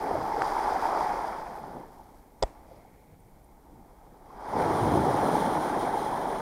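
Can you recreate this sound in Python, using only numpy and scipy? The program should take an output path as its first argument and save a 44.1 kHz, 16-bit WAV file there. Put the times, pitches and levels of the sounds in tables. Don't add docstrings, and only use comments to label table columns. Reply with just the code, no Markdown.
import sys
import numpy as np
from scipy import signal
from scipy.fft import rfft, irfft
from scipy.io import wavfile

SR = 44100
rng = np.random.default_rng(int(sys.argv[2]) if len(sys.argv) > 2 else 0)


def materialize(psi):
    bounded = np.clip(np.atleast_2d(psi).T, -1, 1)
    quanta = np.round(bounded * 32767).astype(np.int16)
    wavfile.write(sys.argv[1], SR, quanta)


N = 282668

# frequency in Hz, gain in dB.
SNAP_SPECTRUM = [(1500, -7), (2700, -14), (3400, 1.5), (4200, -7), (5000, 9), (6100, -7.5), (7000, -1),
                 (8400, -1), (9200, -49), (14000, -70)]


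def from_db(db):
    return 10 ** (np.asarray(db) / 20)


def rms_one(x):
    return x / np.sqrt(np.mean(x ** 2) + 1e-20)


def together(*gains):
    return np.sqrt(sum(gain ** 2 for gain in gains))


def since(s):
    return np.maximum(np.arange(N) / SR - s, 0)


def swell(peak_s, rise_s, fall_s):
    early = np.maximum(peak_s - np.arange(N) / SR, 0)
    return np.exp(-(early / rise_s) ** 2 - since(peak_s) / fall_s)


def decay(s, t60):
    t = since(s)
    return (t > 0) * np.exp(-np.minimum(np.log(1000) * t / t60, 20))


def burst(s, t60):
    return rng.standard_normal(N) * decay(s, t60)


def blip(s, hz, swell_s):
    age = np.minimum(since(s) / swell_s, 25)
    return np.sin(2 * np.pi * hz * since(s)) * age * np.exp(1 - age)


def ring(clicks, hz, t60):
    r, w = from_db(-60 / (t60 * SR)), 2 * np.pi * hz / SR
    return signal.lfilter([0, np.sin(w)], [1, -2 * r * np.cos(w), r * r], clicks + 1e-18)


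def drift(rate_hz):
    step, settle = 40, 2000
    r = np.exp(-2 * np.pi * rate_hz * step / SR)
    noise = rng.standard_normal(N // step + settle + 2)
    slow = signal.lfilter([1], [1, -2 * r, r * r], noise)[settle:]
    return np.interp(np.arange(N) / step, np.arange(len(slow)), rms_one(slow))


def grains(per_s, spread_db, clump_db, clump_hz):
    sizes = from_db(spread_db * np.minimum(rng.exponential(1, N), 4))
    signs = rng.choice([-1, 1], N)
    hits = rng.random(N) < per_s / SR
    return sizes * signs * hits * from_db(clump_db * drift(clump_hz))


def colour(x, spectrum, size=4096):
    hz, db = np.transpose(spectrum)
    grid_hz = np.maximum(np.arange(size // 2 + 1) * SR / size, 1)
    gain = from_db(np.interp(np.log(grid_hz), np.log(hz), db))
    cepstrum = irfft(np.log(gain))
    cepstrum[1:size // 2] *= 2
    cepstrum[size // 2 + 1:] = 0
    return signal.oaconvolve(x, irfft(np.exp(rfft(cepstrum))))[:N]


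def through_case(x, spectrum):
    # centre in Hz, width in Hz, gain in dB.
    resonances = [(855.5, 252, 10), (2160, 390, 1.5), (2680, 220, -1), (3250, 590, 3), (4190, 280, 4),
                  (5200, 510, 1.5), (5570, 460, 2), (7580, 230, -1), (9600, 530, 5.5), (10850, 500, -2.5)]
    x = colour(x, spectrum)
    for hz, width_hz, db in resonances:
        a, half, c = from_db(db / 2), np.pi * width_hz / SR, -2 * np.cos(2 * np.pi * hz / SR)
        x = signal.lfilter([1 + half * a, c, 1 - half * a], [1 + half / a, c, 1 - half / a], x)
    return rms_one(x)


def surf_gain(full_db, follows, white_db):
    # time in seconds, level of its small bubbles in dB.
    strength = [(0, -32.5), (0.27, -32.5), (0.58, -28), (1.0, -28), (1.27, -32.5), (1.48, -39),
                (1.78, -46.3), (1.91, -52.5), (2.33, -62.5), (2.54, -56), (3.1, -67.5), (3.5, -62.5),
                (4.22, -57.5), (4.6, -28), (4.95, -28.7), (5.35, -27), (5.85, -31), (6.41, -33)]
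    full_surf_db, break_s, whiten_s = -28, 4.42, 0.24
    surf_db = np.interp(np.arange(N) / SR, *np.transpose(strength))
    white_water = 1 - np.exp(-since(break_s) / whiten_s)
    return from_db(full_db + follows * (surf_db - full_surf_db) + white_db * white_water)


def folds():
    # peak time in seconds, slosh, plunge and boom levels in dB, rise and fall in seconds.
    batches = [(0.14, -35, -43, -58, 0.14, 0.1), (0.2, -46, -42, -41.5, 0.071, 0.07),
               (0.39, -37, -51, -58, 0.054, 0.1), (1.77, -46, -46, -59, 0.17, 0.069),
               (2.73, -57, -64, -56.5, 0.091, 0.15), (3.12, -79, -79, -55, 0.088, 0.27),
               (3.76, -72, -55, -56, 0.06, 0.08), (4.12, -62, -58, -72, 0.031, 0.06),
               (4.63, -31, -33.5, -37.5, 0.1, 0.57), (4.96, -33.5, -28, -28.5, 0.16, 0.15),
               (5.27, -33.5, -32, -49, 0.3, 0.7)]
    return together(*(np.outer(from_db(levels_db), swell(s, rise_s, fall_s))
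                      for s, *levels_db, rise_s, fall_s in batches))


def bubbles(low_hz, high_hz, per_s, cycles, spread_db, clump_db, sizes=10):
    cloud = 0
    for hz in np.geomspace(low_hz, high_hz, sizes):
        births = grains(per_s / sizes, spread_db, clump_db, clump_hz=18.0)
        ringing = np.diff(ring(births, hz, cycles / hz), prepend=0)
        cloud = cloud + np.sqrt(hz) * rms_one(ringing)
    return cloud


def waves():
    # frequency in Hz, relative level in dB.
    plunge_spectrum = [(35, -40.5), (80, -10.5), (150, 1.5), (290, 4.5), (380, 0), (600, -9.5), (1200, -57)]
    slosh_spectrum = [(150, -37.5), (280, -6.5), (410, -1.5), (560, -4), (700, -4.5), (900, -25.5),
                      (1800, -19.5)]
    wash_spectrum = [(300, -37), (560, -10), (740, 1.5), (1000, -1.5), (1300, -6), (1700, -11), (2200, -17),
                     (2800, -31.5), (4500, -42)]
    boom = bubbles(84, 165, per_s=600, cycles=7, spread_db=1.2, clump_db=0.7, sizes=9)
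    plunge = bubbles(64, 421, per_s=2200, cycles=7.4, spread_db=2.0, clump_db=1.74)
    slosh = bubbles(265, 874, per_s=2400, cycles=16.0, spread_db=2.5, clump_db=2.0)
    wash = bubbles(561, 2790, per_s=7000, cycles=14.9, spread_db=2.5, clump_db=1.7, sizes=14)
    slosh_folds, plunge_folds, boom_folds = folds()
    plunge_gain = together(surf_gain(full_db=-47, follows=0.48, white_db=0.69), plunge_folds)
    slosh_gain = together(surf_gain(full_db=-37, follows=0.81, white_db=4.44), slosh_folds)
    wash_gain = surf_gain(full_db=-28.5, follows=1.0, white_db=0.27)
    boom = signal.sosfilt(signal.butter(2, [55, 190], "band", fs=SR, output="sos"), rms_one(boom))
    plunge = plunge_gain * through_case(plunge, plunge_spectrum)
    slosh = slosh_gain * through_case(slosh, slosh_spectrum)
    wash = wash_gain * through_case(wash, wash_spectrum)
    spurts = from_db(0.21 * drift(rate_hz=27))
    return boom_folds * boom + plunge + spurts * (slosh + wash)


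def shingle():
    # frequency in Hz, relative level in dB.
    stones_spectrum = [(1200, -7), (2700, -9), (3400, -1.5), (4200, -4), (4850, 6.5), (5400, 0.5),
                       (5800, -0.5), (6400, -4.5), (8000, -8), (12000, -15), (16000, -18)]
    foam_spectrum = [(1800, -30), (3200, 7.5), (4100, 3.5), (4600, -4), (6000, 1.5), (8000, -5.5),
                     (9200, 4.5), (10900, -2.5), (13500, -6), (15700, -10)]
    froth_spectrum = [(2000, -7), (6000, -1), (9500, -3), (12000, 2), (14500, -4), (16000, -9)]
    # peak time in seconds, stones in dB, foam in dB.
    splashes = [(0.46, -51, -61), (2.74, -71.5, -82), (4.64, -67, -63), (5.37, -59, -51)]
    stones_gain = surf_gain(full_db=-52.5, follows=1.0, white_db=-4)
    foam_gain = surf_gain(full_db=-58, follows=0.77, white_db=9.66)
    for s, stones_db, foam_db in splashes:
        tongue = swell(s, rise_s=0.066, fall_s=0.066)
        stones_gain = together(stones_gain, from_db(stones_db) * tongue)
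        foam_gain = together(foam_gain, from_db(foam_db) * tongue)
    froth_db, drying_from_s, drying_s = -62.5, 0.89, 1.0
    froth_gain = from_db(froth_db) * np.exp(-since(drying_from_s) / drying_s)
    stones = through_case(grains(per_s=7000, spread_db=3.5, clump_db=0.94, clump_hz=20), stones_spectrum)
    foam = through_case(grains(per_s=16000, spread_db=2.0, clump_db=1.5, clump_hz=9.4), foam_spectrum)
    froth = through_case(grains(per_s=2500, spread_db=4.0, clump_db=-2.0, clump_hz=12), froth_spectrum)
    return stones_gain * stones + foam_gain * foam + froth_gain * froth


def backwash():
    # frequency in Hz, relative level in dB.
    spectrum = [(150, -7), (500, 8.5), (1000, -6.5), (1700, -10), (2200, -2.5), (2800, -18), (6000, -26.5)]
    trickle_db, drain_db = -69, -61
    drain = from_db(drain_db) * swell(2.78, rise_s=0.18, fall_s=0.48)
    trickle = grains(per_s=2000, spread_db=0.5, clump_db=-1.0, clump_hz=14)
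    return together(from_db(trickle_db), drain) * through_case(trickle, spectrum)


def breeze():
    band = signal.butter(2, [18, 55], "band", fs=SR, output="sos")
    rumble = rms_one(signal.sosfilt(band, rng.standard_normal(N)))
    return surf_gain(full_db=-50, follows=0.25, white_db=-2) * rumble


def hiss(level_db=-64):
    # frequency in Hz, relative level in dB.
    spectrum = [(30, 24), (200, 21.5), (1000, -17), (3000, -7.5), (8000, -3.5), (9400, -1.5), (11000, -2.5),
                (14500, 0), (16000, -11)]
    return from_db(level_db) * rms_one(colour(rng.standard_normal(N), spectrum))


def gulps():
    # start in seconds, peak level in dB, pitch in Hz.
    blips = [(0.112, -20, 767), (0.152, -19, 643), (0.216, -30, 850), (0.379, -22, 480), (0.565, -22, 936),
             (0.678, -20, 885), (0.759, -18.5, 767), (0.854, -19, 885), (0.890, -17, 846),
             (0.974, -16, 897), (1.008, -18.5, 900), (1.188, -19, 870), (1.554, -30, 846),
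             (1.638, -31, 820), (1.994, -45.5, 864), (2.719, -44, 540), (2.849, -45, 784), (3.2, -64, 9100),
             (3.442, -61.5, 9350), (3.766, -56, 300), (4.304, -44, 1080)]
    return sum(from_db(db) * blip(s, hz, swell_s=0.0022) for s, db, hz in blips)


def spray():
    # start in seconds, tone's peak in dB, pitch in Hz, contact in seconds, snap in dB.
    drops = [(0.4201, -12.5, 1330, 0.00038, -22)]
    tones, snaps = 0, 0
    for s, db, hz, contact_s, snap_db in drops:
        tones += from_db(db) * blip(s, hz, contact_s)
        snaps += from_db(snap_db) * burst(s + contact_s, t60=0.0033)
    return tones + colour(snaps, SNAP_SPECTRUM)


def knocks(tail_db=-47, tail_t60=0.45, contact_hz=6000):
    # start in seconds, strength of the blow in dB, strength of the snap in dB.
    contacts = [(2.4238, -31, -42), (2.4259, -16, -19), (2.4278, -16, -16), (2.4301, -19, -42),
                (2.433, -21, -23), (2.4353, -13.5, -22)]
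    # frequency in Hz, gain in dB, t60 in seconds.
    modes = [(575, -22, 0.053), (665, 0, 0.026), (815, -10, 0.022), (990, -26, 0.013), (1890, -20.5, 0.019),
             (3350, -18.5, 0.0081), (4960, -47, .012)]
    # start in seconds, level in dB, frequency in Hz, t60 in seconds.
    jolts = [(2.438, -18, 39, 0.068)]
    # frequency in Hz, gain in dB.
    tail_spectrum = [(200, 11), (600, 15), (900, 14.5), (1400, 0), (2200, 0), (3000, -9), (9000, -12),
                     (15000, -27)]
    blows, snaps = np.zeros(N), 0
    for s, blow_db, snap_db in contacts:
        blows[round(s * SR)] = from_db(blow_db)
        snaps += from_db(snap_db) * burst(s, t60=0.0035)
    blows = signal.sosfilt(signal.butter(2, contact_hz, fs=SR, output="sos"), blows)
    body = sum(from_db(db) * ring(blows, hz, t60) for hz, db, t60 in modes)
    jolt = sum(from_db(db) * np.sin(2 * np.pi * hz * since(s)) * decay(s, t60)
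               for s, db, hz, t60 in jolts)
    tail = colour(burst(contacts[-1][0], tail_t60), tail_spectrum)
    return body + colour(snaps, SNAP_SPECTRUM) - jolt + from_db(tail_db) * tail


def scene():
    return (waves() + shingle() + backwash() + breeze() + hiss() + gulps() + spray() + knocks())[None]


def record(dry):
    cutoff_hz = 15750
    return signal.sosfilt(signal.ellip(12, .1, 80, cutoff_hz, fs=SR, output="sos"), dry)


dry = scene()
out = record(dry)
materialize(out)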